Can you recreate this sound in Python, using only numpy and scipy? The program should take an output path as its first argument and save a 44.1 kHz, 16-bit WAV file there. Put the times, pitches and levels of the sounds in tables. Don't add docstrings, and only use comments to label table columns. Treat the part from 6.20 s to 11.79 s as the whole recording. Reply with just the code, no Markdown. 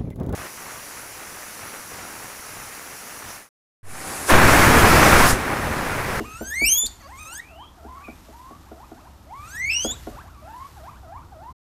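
import sys
import numpy as np
from scipy import signal
from scipy.io import wavfile

SR = 44100
rng = np.random.default_rng(int(sys.argv[2]) if len(sys.argv) > 2 else 0)


def persist_wave(psi):
    counts = np.round(np.clip(psi, -1, 1) * 32767).astype(np.int16)
    wavfile.write(sys.argv[1], SR, np.atleast_2d(counts).T)


N = 246519
TIME = np.arange(N) / SR

# start_s, level_db, brightness_db, shake_db
KNOCKS = [(0.003, -20, -14, -44), (0.21, -22, -9, -43), (0.416, -21.5, -12.5, -35),
          (0.633, -32, -15.5, -41), (1.647, -32, -7.5, -52), (1.881, -28, -7.5, -47),
          (2.086, -36.5, -14.5, -60), (2.306, -34, -9.5, -71), (2.514, -32.5, -3.5, -66),
          (2.715, -32.5, -6.5, -63), (3.647, -17, -7, -34), (3.87, -23.5, -6, -43)]
# frequency_hz, gain_db, t60_s
WALL_MODES = [(232.6, -4, 0.15), (256, -4, 0.12), (315.2, -2.5, .11), (409.8, -3, 0.082), (495, -2, 0.029),
              (664, -5, 0.057), (731.5, -10, 0.19), (875, -12.5, 0.016), (1320, -16, 0.012),
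              (1423, -14.5, .06)]
# middle_s, half_width_s, level_db
HISS_SWELLS = [(.05, .2, -46.5), (.55, .2, -47.5), (1.05, .18, -51.5), (2.05, .35, -53.5),
               (2.75, .3, -57.5), (3.3, .1, -49), (3.63, .06, -45), (3.84, .15, -47.5), (4.5, 0.22, -52)]
# frequency_hz, density_db
HISS_COLOUR = [(1500, 7.5), (2400, 0), (3400, -0.5), (4600, -2.5), (6500, -1), (8300, -10.5), (10000, -6),
               (12500, -7), (14000, -1.5)]
ROOM_TONE_COLOUR = [(60, -9.5), (150, -14.5), (300, -14), (450, -24.5), (800, -17.5), (1200, -21.5),
                    (1800, -43), (3000, -35.5), (6000, -38), (10000, -46.5), (14000, -43.5)]
RUMBLE_COLOUR = [(25, -21.5), (45, -12.5), (65, 1), (100, -6.5), (150, -15.5), (250, -30.5), (500, -71.5)]
# time_s, level_db
RUMBLE_LEVEL = [(0, -49), (1.8, -56.5), (2.3, -61), (3.0, -48), (3.8, -45.5), (4.3, -50.5), (5.0, -47)]
# start_s, length_s, start_hz, end_hz, level_db
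PEEPS = [(.005, 0.13, 2827, 2680, -53.5), (0.799, 0.079, 4400, 4610, -57), (1.212, .28, 2175, 3404, -53.5),
         (1.838, 0.0374, 2650, 2250, -48), (1.881, 0.042, 2255, 2520, -49.5)]
# time_s, pitch_hz, effort_db, shrill_db
LOUD_WHEEK = [(.035, 860, -50.5, -13), (.055, 1222, -41.5, -15), (.15, 1297, -38, -11.5),
              (.21, 1477, -36.5, -11), (.3, 1635, -35, -2.5), (.33, 1808, -23.5, -20), (.36, 2064, -27, -6),
              (.41, 2201, -20.5, -17), (.447, 2357, -15.5, -15), (.453, 2616, -18, -7.5),
              (.488, 2850, -15, -7.5), (.495, 3018, -15, -15), (.583, 3460, -17, -8),
              (.661, 3558, -18.5, -24), (.67, 4700, -17.5, -25.5)]
SOFT_WHEEK = [(.805, 706, -47, -9), (.83, 546, -55, -1), (.865, 563.7, -46.5, -11), (.935, 1060, -47, -18),
              (.97, 1075, -52, -2.5), (1.0, 1250, -43, -6.5), (1.06, 1251, -42.5, -3.5),
              (1.12, 1385, -35.5, -10.5), (1.155, 1572, -36.5, -2), (1.18, 1704, -36, -4),
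              (1.203, 1964, -28.5, -34)]
HOARSE_WHEEK = [(3.05, 508, -55.5, -22), (3.1, 708, -43, -20), (3.15, 1071, -42.5, -32),
                (3.26, 1260, -38, -18), (3.325, 1587, -40.5, -5.5), (3.355, 1696, -29, -19.5),
                (3.385, 1921, -28, -16), (3.495, 2272, -22, -22.5), (3.507, 2680, -18.5, -29.5),
                (3.525, 2621, -17.5, -27), (3.547, 2808, -15, -24), (3.58, 2850, -17, -31),
                (3.675, 3386, -22.5, -24.5), (3.712, 3480, -17.5, -28), (3.728, 3840, -25, -36),
                (3.75, 3980, -40, -25)]
COMPANION_WHEEK = [(3.27, 1136, -54, -1), (3.33, 1316, -51.5, -2.5), (3.375, 1292, -51.5, 5)]
# frequency_hz, gain_db
WHEEK_MOUTH = [(550, -7.5), (1050, 5), (1400, -9), (1900, -3.5), (2450, 1), (3100, -17), (3500, -12),
               (4000, -16.5), (4700, -4.5), (6200, 7), (7100, 1.5), (9000, -3)]
# frequency_hz, gain_db
WHEEK_THROAT = [(2000, 18), (3600, 0.5), (5300, -8.5), (6300, 9.5), (7100, 3), (7700, 1.5), (8600, 6.5),
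                (9600, -9), (10500, -19.5), (11500, -7), (12500, -15.5), (13500, 4), (14200, -16)]
# middle_s, half_width_s, rasp_db
RASPS = [(.555, .012, -18), (.668, .007, -2), (3.44, .06, -24.5), (3.523, .012, -10.5), (3.65, .015, -19.5),
         (3.735, 0.02, -6.5)]
# time_s, depth (0-1)
PERIOD_DOUBLING = [(3.595, 0), (3.612, 0.03), (3.66, 0.7), (3.675, 0)]
# dip_s, fall_s, rise_s, low_hz, top_hz, level_db, overtone_db
SHORT_CHIRPS = [(.58, 0.035, 0.056, 942, 1400, -52.5, -8), (1.08, 0.043, 0.062, 536.5, 1050, -48.5, -2),
                (1.345, 0.039, 0.11, 621, 1364, -41.5, -11), (1.79, .04, 0.07, 622, 1436, -53.5, 6.5),
                (2.44, 0.0055, .07, 593, 1506, -52, -3), (2.565, .015, 0.092, 627, 1336, -44, -9.5),
                (2.75, .005, 0.064, 644, 1406, -51, -2.5), (2.825, 0.032, 0.059, 602, 1140, -47.5, -8.5),
                (3.28, 0.012, 0.094, 625, 1193, -53, -9), (3.52, .005, 0.11, 685, 1416, -51, -2),
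                (3.685, .005, 0.087, 694, 1776, -45, -1), (3.945, 0.028, 0.074, 583, 1775, -39.5, -5),
                (4.035, 0.0049, .075, 649, 1543, -47, -6), (4.18, 0.063, 0.18, 1138, 1840, -47.5, -10),
                (4.62, 0.053, 0.084, 621, 1277, -38.5, -10), (4.715, .005, .07, 955, 1847, -48.5, -6.5),
                (4.875, 0.043, .11, 624.6, 1220, -37.5, -11), (4.975, .005, 0.064, 900, 1490, -45, -11)]
# the same columns, then hold_s, end_hz
LONG_CHIRPS = [(1.618, 0.038, 0.071, 630, 997, -42, -9.5, 0.19, 1206),
               (2.09, 0.028, 0.052, 596, 922, -45.5, -16, .22, 1172),
               (4.236, .015, .055, 615, 876, -38.5, -10.5, .18, 1134),
               (5.172, 0.053, 0.058, 616, 847, -39.5, -13.5, 0.08, 1070)]
# frequency_hz, gain_db
CHIRP_MOUTH = [(600, -10.5), (820, -4), (1050, -0.5), (1270, -8.5), (1550, -7.5), (2000, -17.5),
               (2550, -9.5), (3300, -20), (4500, -11.5), (6500, -26)]
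# delay_s, gain_db
REFLECTIONS = [(.0023, -32.5), (.0052, -28), (.0091, -17.5), (0.0151, -18.5)]

END_S, CUTOFF_HZ = 5.328, 13950


def from_db(db):
    return 10 ** (np.asarray(db) / 20)


def rms_one(x):
    return x / np.sqrt(np.mean(x ** 2) + 1e-20)


def butter_filter(x, order, hz, kind):
    return signal.sosfilt(signal.butter(order, hz, kind, fs=SR, output="sos"), x)


def at_hz(spectrum, hz):
    points_hz, points_db = np.transpose(spectrum)
    return np.interp(np.log(hz), np.log(points_hz), points_db)


def drift(rate_hz, size):
    pole, settle = np.exp(-2 * np.pi * rate_hz / SR), 8000
    noise = rng.standard_normal(size + settle)
    return rms_one(signal.lfilter([1], [1, -2 * pole, pole * pole], noise)[settle:])


def ring(clicks, hz, t60_s):
    pole, angle = from_db(-60 / (t60_s * SR)), 2 * np.pi * hz / SR
    return signal.lfilter([0, np.sin(angle)], [1, -2 * pole * np.cos(angle), pole * pole], clicks + 1e-18)


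def coloured(spectrum, sources):
    edges = 22 * 2 ** np.arange(0, 10, .5)
    out = 0
    for k, (low, high) in enumerate(zip(edges, edges[1:])):
        band = butter_filter(sources[k % 2], 2, [low, high], "band")
        out += band * from_db(at_hz(spectrum, np.sqrt(low * high)))
    return rms_one(out)


def swells(rows, rest_db):
    power = sum(from_db(db) ** 2 * np.exp(-((TIME - s) / width) ** 2) for s, width, db in rows)
    return np.sqrt(from_db(rest_db) ** 2 + power)


def wall_knocks(ring_db=-4, thud_db=-12, thud_t60_s=.08):
    start_s, level_db, bright_db, _ = np.transpose(KNOCKS)
    onsets = (start_s * SR).astype(int)
    blows, ringing = np.zeros((2, N))
    blows[onsets] = from_db(level_db)
    for k, (hz, mode_db, t60_s) in enumerate(WALL_MODES):
        scatter_db = rng.standard_normal(len(onsets))
        lift_db = (hz > 600) * (bright_db - bright_db.mean())
        clicks = blows.copy()
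        clicks[onsets] *= from_db(mode_db + scatter_db + lift_db)
        ringing += (-1) ** k * ring(clicks, hz, t60_s)
    decay = signal.lfilter([1], [1, -from_db(-60 / (thud_t60_s * SR))], blows + 1e-18)
    thud = decay * rms_one(butter_filter(rng.standard_normal(N), 3, [260, 850], "band"))
    return butter_filter(from_db(ring_db) * ringing + from_db(thud_db) * thud, 2, 2400, "low")


def hay_and_breath(gain_db=-3, snaps_per_s=5000, spread_db=3):
    snapping = rng.random((2, N)) < snaps_per_s / SR
    polarity = rng.choice([-1, 1], (2, N))
    strength = from_db(spread_db * np.minimum(rng.exponential(1, (2, N)), 5))
    hiss = butter_filter(coloured(HISS_COLOUR, snapping * polarity * strength), 2, 1500, "high")
    return from_db(gain_db) * swells(HISS_SWELLS, rest_db=-61) * rms_one(hiss)


def room_tone_and_shaking(noise_db=-52, drone_db=-52, lumpy_db=3, shake_peak_s=.03):
    drone = rms_one(ring(rng.standard_normal(N), hz=67, t60_s=.6))
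    rumble_db = np.interp(TIME, *np.transpose(RUMBLE_LEVEL)) + lumpy_db * drift(3.3, N)
    rumble = from_db(rumble_db) * coloured(RUMBLE_COLOUR, rng.standard_normal((2, N)))
    shaking = rms_one(butter_filter(rng.standard_normal(N), 2, [38, 65], "band"))
    for start_s, _, _, shake_db in KNOCKS:
        age = np.maximum(TIME - start_s, 0) / shake_peak_s
        rumble += from_db(shake_db) * age * np.exp(1 - age) * shaking
    steady = coloured(ROOM_TONE_COLOUR, rng.standard_normal((2, N)))
    return from_db(noise_db) * steady + rumble + from_db(drone_db) * drone


def fold_phase(pitch_hz, waver, jitter, wobble=.005):
    size = len(pitch_hz)
    unsteady = wobble * drift(18, size) + waver * drift(67, size) + jitter * drift(1100, size)
    return 2 * np.pi * np.cumsum(pitch_hz * (1 + unsteady - unsteady.mean())) / SR


def call_gate(start_s, end_s, attack_s=.016, release_s=.0096):
    span = np.flatnonzero((TIME > start_s - attack_s / 2) & (TIME < end_s + release_s / 2))
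    t = TIME[span]
    ramp = np.minimum((t - t[0]) / attack_s, (t[-1] - t) / release_s)
    return span, np.sin(np.pi / 2 * np.clip(ramp, 0, 1)) ** 2


def peep(start_s, length_s, start_hz, end_hz, level_db, flutter_db=2):
    span, gate = call_gate(start_s, start_s + length_s)
    phase = fold_phase(np.linspace(start_hz, end_hz, len(span)), waver=.025, jitter=.012)
    gain = from_db(level_db + flutter_db * drift(46, len(span)))
    out = np.zeros(N)
    out[span] = np.sqrt(2) * gate * gain * np.sin(phase)
    return out


def wheek(rows, waver, jitter, flutter_db, hiss_db, octave_db, tilt_db, breathy_db, doubling=np.zeros(N)):
    time_s, *curves = np.transpose(rows)
    span, gate = call_gate(time_s[0], time_s[-1], attack_s=.0068, release_s=.0068)
    pitch_hz, effort_db, shrill_db = (np.interp(TIME[span], time_s, curve) for curve in curves)
    phase, size = fold_phase(pitch_hz, waver, jitter), len(span)
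    fundamental = from_db(effort_db + at_hz(WHEEK_MOUTH, pitch_hz))
    octave = from_db(effort_db + at_hz(WHEEK_MOUTH, 2 * pitch_hz) + octave_db)
    shrill = from_db(effort_db + shrill_db)
    orders = np.arange(3, 13)[:, None]
    overtones = from_db(at_hz(WHEEK_THROAT, orders * pitch_hz) + tilt_db * np.log2(orders))
    overtones *= np.clip((CUTOFF_HZ + 50 - orders * pitch_hz) / 300, 0, 1)
    overtones *= shrill / np.sqrt(np.sum(overtones ** 2, axis=0) + 1e-3)
    raspiness = swells(RASPS, breathy_db)[span]
    voice = np.zeros(size)
    for k, gain in enumerate([fundamental, octave, *overtones], 1):
        unsteady = np.sqrt(k) / 2
        tone = np.sin(k * phase) * from_db(unsteady * flutter_db * drift(47, size))
        rasp = unsteady * (drift(360, size) * np.sin(k * phase) + drift(410, size) * np.cos(k * phase))
        alternation = 1 + (k > 1) * doubling[span] * np.sin(phase / 2)
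        voice += np.sqrt(2) * gain * (tone * alternation + raspiness * rasp)
    hiss = butter_filter(coloured(WHEEK_THROAT, rng.standard_normal((2, size))), 3, 5500, "high")
    voice += hiss * np.hypot(octave, shrill) * raspiness * from_db(hiss_db)
    out = np.zeros(N)
    out[span] = voice * gate
    return out


def chirp(dip_s, fall_s, rise_s, low_hz, top_hz, level_db, overtone_db, hold_s=0, end_hz=None,
          fall_hz_per_s2=93000, swell_db_per_s=70.5, rolloff_db=-8, flutter_db=2):
    span, gate = call_gate(dip_s - fall_s, dip_s + rise_s + hold_s)
    t = TIME[span] - dip_s
    before_dip, after_dip = np.minimum(t, 0), np.maximum(t, 0)
    scoop_hz = (top_hz - low_hz) * (after_dip / rise_s) ** 1.7
    pitch_hz = low_hz + fall_hz_per_s2 * before_dip ** 2 + scoop_hz
    if hold_s:
        pitch_hz = np.where(t < rise_s, pitch_hz, top_hz + (end_hz - top_hz) * (t - rise_s) / hold_s)
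    phase = fold_phase(pitch_hz, waver=.015, jitter=.0085)
    effort_db = level_db + swell_db_per_s * before_dip
    out = np.zeros(N)
    for k in range(1, 4):
        db = effort_db + at_hz(CHIRP_MOUTH, k * pitch_hz) + (k > 1) * (overtone_db + rolloff_db * (k - 2))
        db += np.sqrt(k) * flutter_db * drift(60, len(span))
        out[span] += np.sqrt(2) * gate * from_db(db) * np.sin(k * phase)
    return out


def small_room(direct, near_db, tail_db, t60_s=.31):
    t = TIME[:SR // 2]
    delay_s, echo_db = np.transpose(REFLECTIONS)
    near = np.zeros(len(t))
    near[(delay_s * SR).astype(int)] = from_db(echo_db + near_db)
    tail = rng.standard_normal(len(t)) * from_db(-60 * t / t60_s) * (t > .008)
    tail = butter_filter(tail / np.linalg.norm(tail), 1, 5000, "low")
    return direct + signal.fftconvolve(direct, near + from_db(tail_db) * tail)[:N]


def scene():
    wheeks = wheek(LOUD_WHEEK, waver=.004, jitter=.002, flutter_db=3.5,
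                   hiss_db=6.5, octave_db=-8, tilt_db=1, breathy_db=-38)
    wheeks += wheek(SOFT_WHEEK, waver=.0057, jitter=.0087, flutter_db=3.5,
                    hiss_db=11, octave_db=-2.5, tilt_db=.5, breathy_db=-37)
    wheeks += wheek(HOARSE_WHEEK, waver=.0079, jitter=.004, flutter_db=4,
                    hiss_db=-6, octave_db=-16, tilt_db=-6.5, breathy_db=-30.5,
                    doubling=np.interp(TIME, *np.transpose(PERIOD_DOUBLING)))
    wheeks += wheek(COMPANION_WHEEK, waver=.003, jitter=.005, flutter_db=3,
                    hiss_db=7, octave_db=-6.5, tilt_db=.5, breathy_db=-15.5)
    close = small_room(wheeks, near_db=2.5, tail_db=-12)
    chirps = sum(chirp(*row) for row in SHORT_CHIRPS + LONG_CHIRPS)
    peeps = sum(peep(*row) for row in PEEPS)
    further_back = small_room(chirps + peeps, near_db=0, tail_db=-7)
    pen = small_room(wall_knocks(), near_db=-.5, tail_db=-8) + hay_and_breath()
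    return (close + further_back + pen + room_tone_and_shaking())[None]


def record(dry):
    fade = np.clip((END_S - TIME) / .006, 0, 1)
    return signal.sosfilt(signal.ellip(12, .2, 90, CUTOFF_HZ, fs=SR, output="sos"), dry * fade)


dry = scene()
out = record(dry)
persist_wave(out)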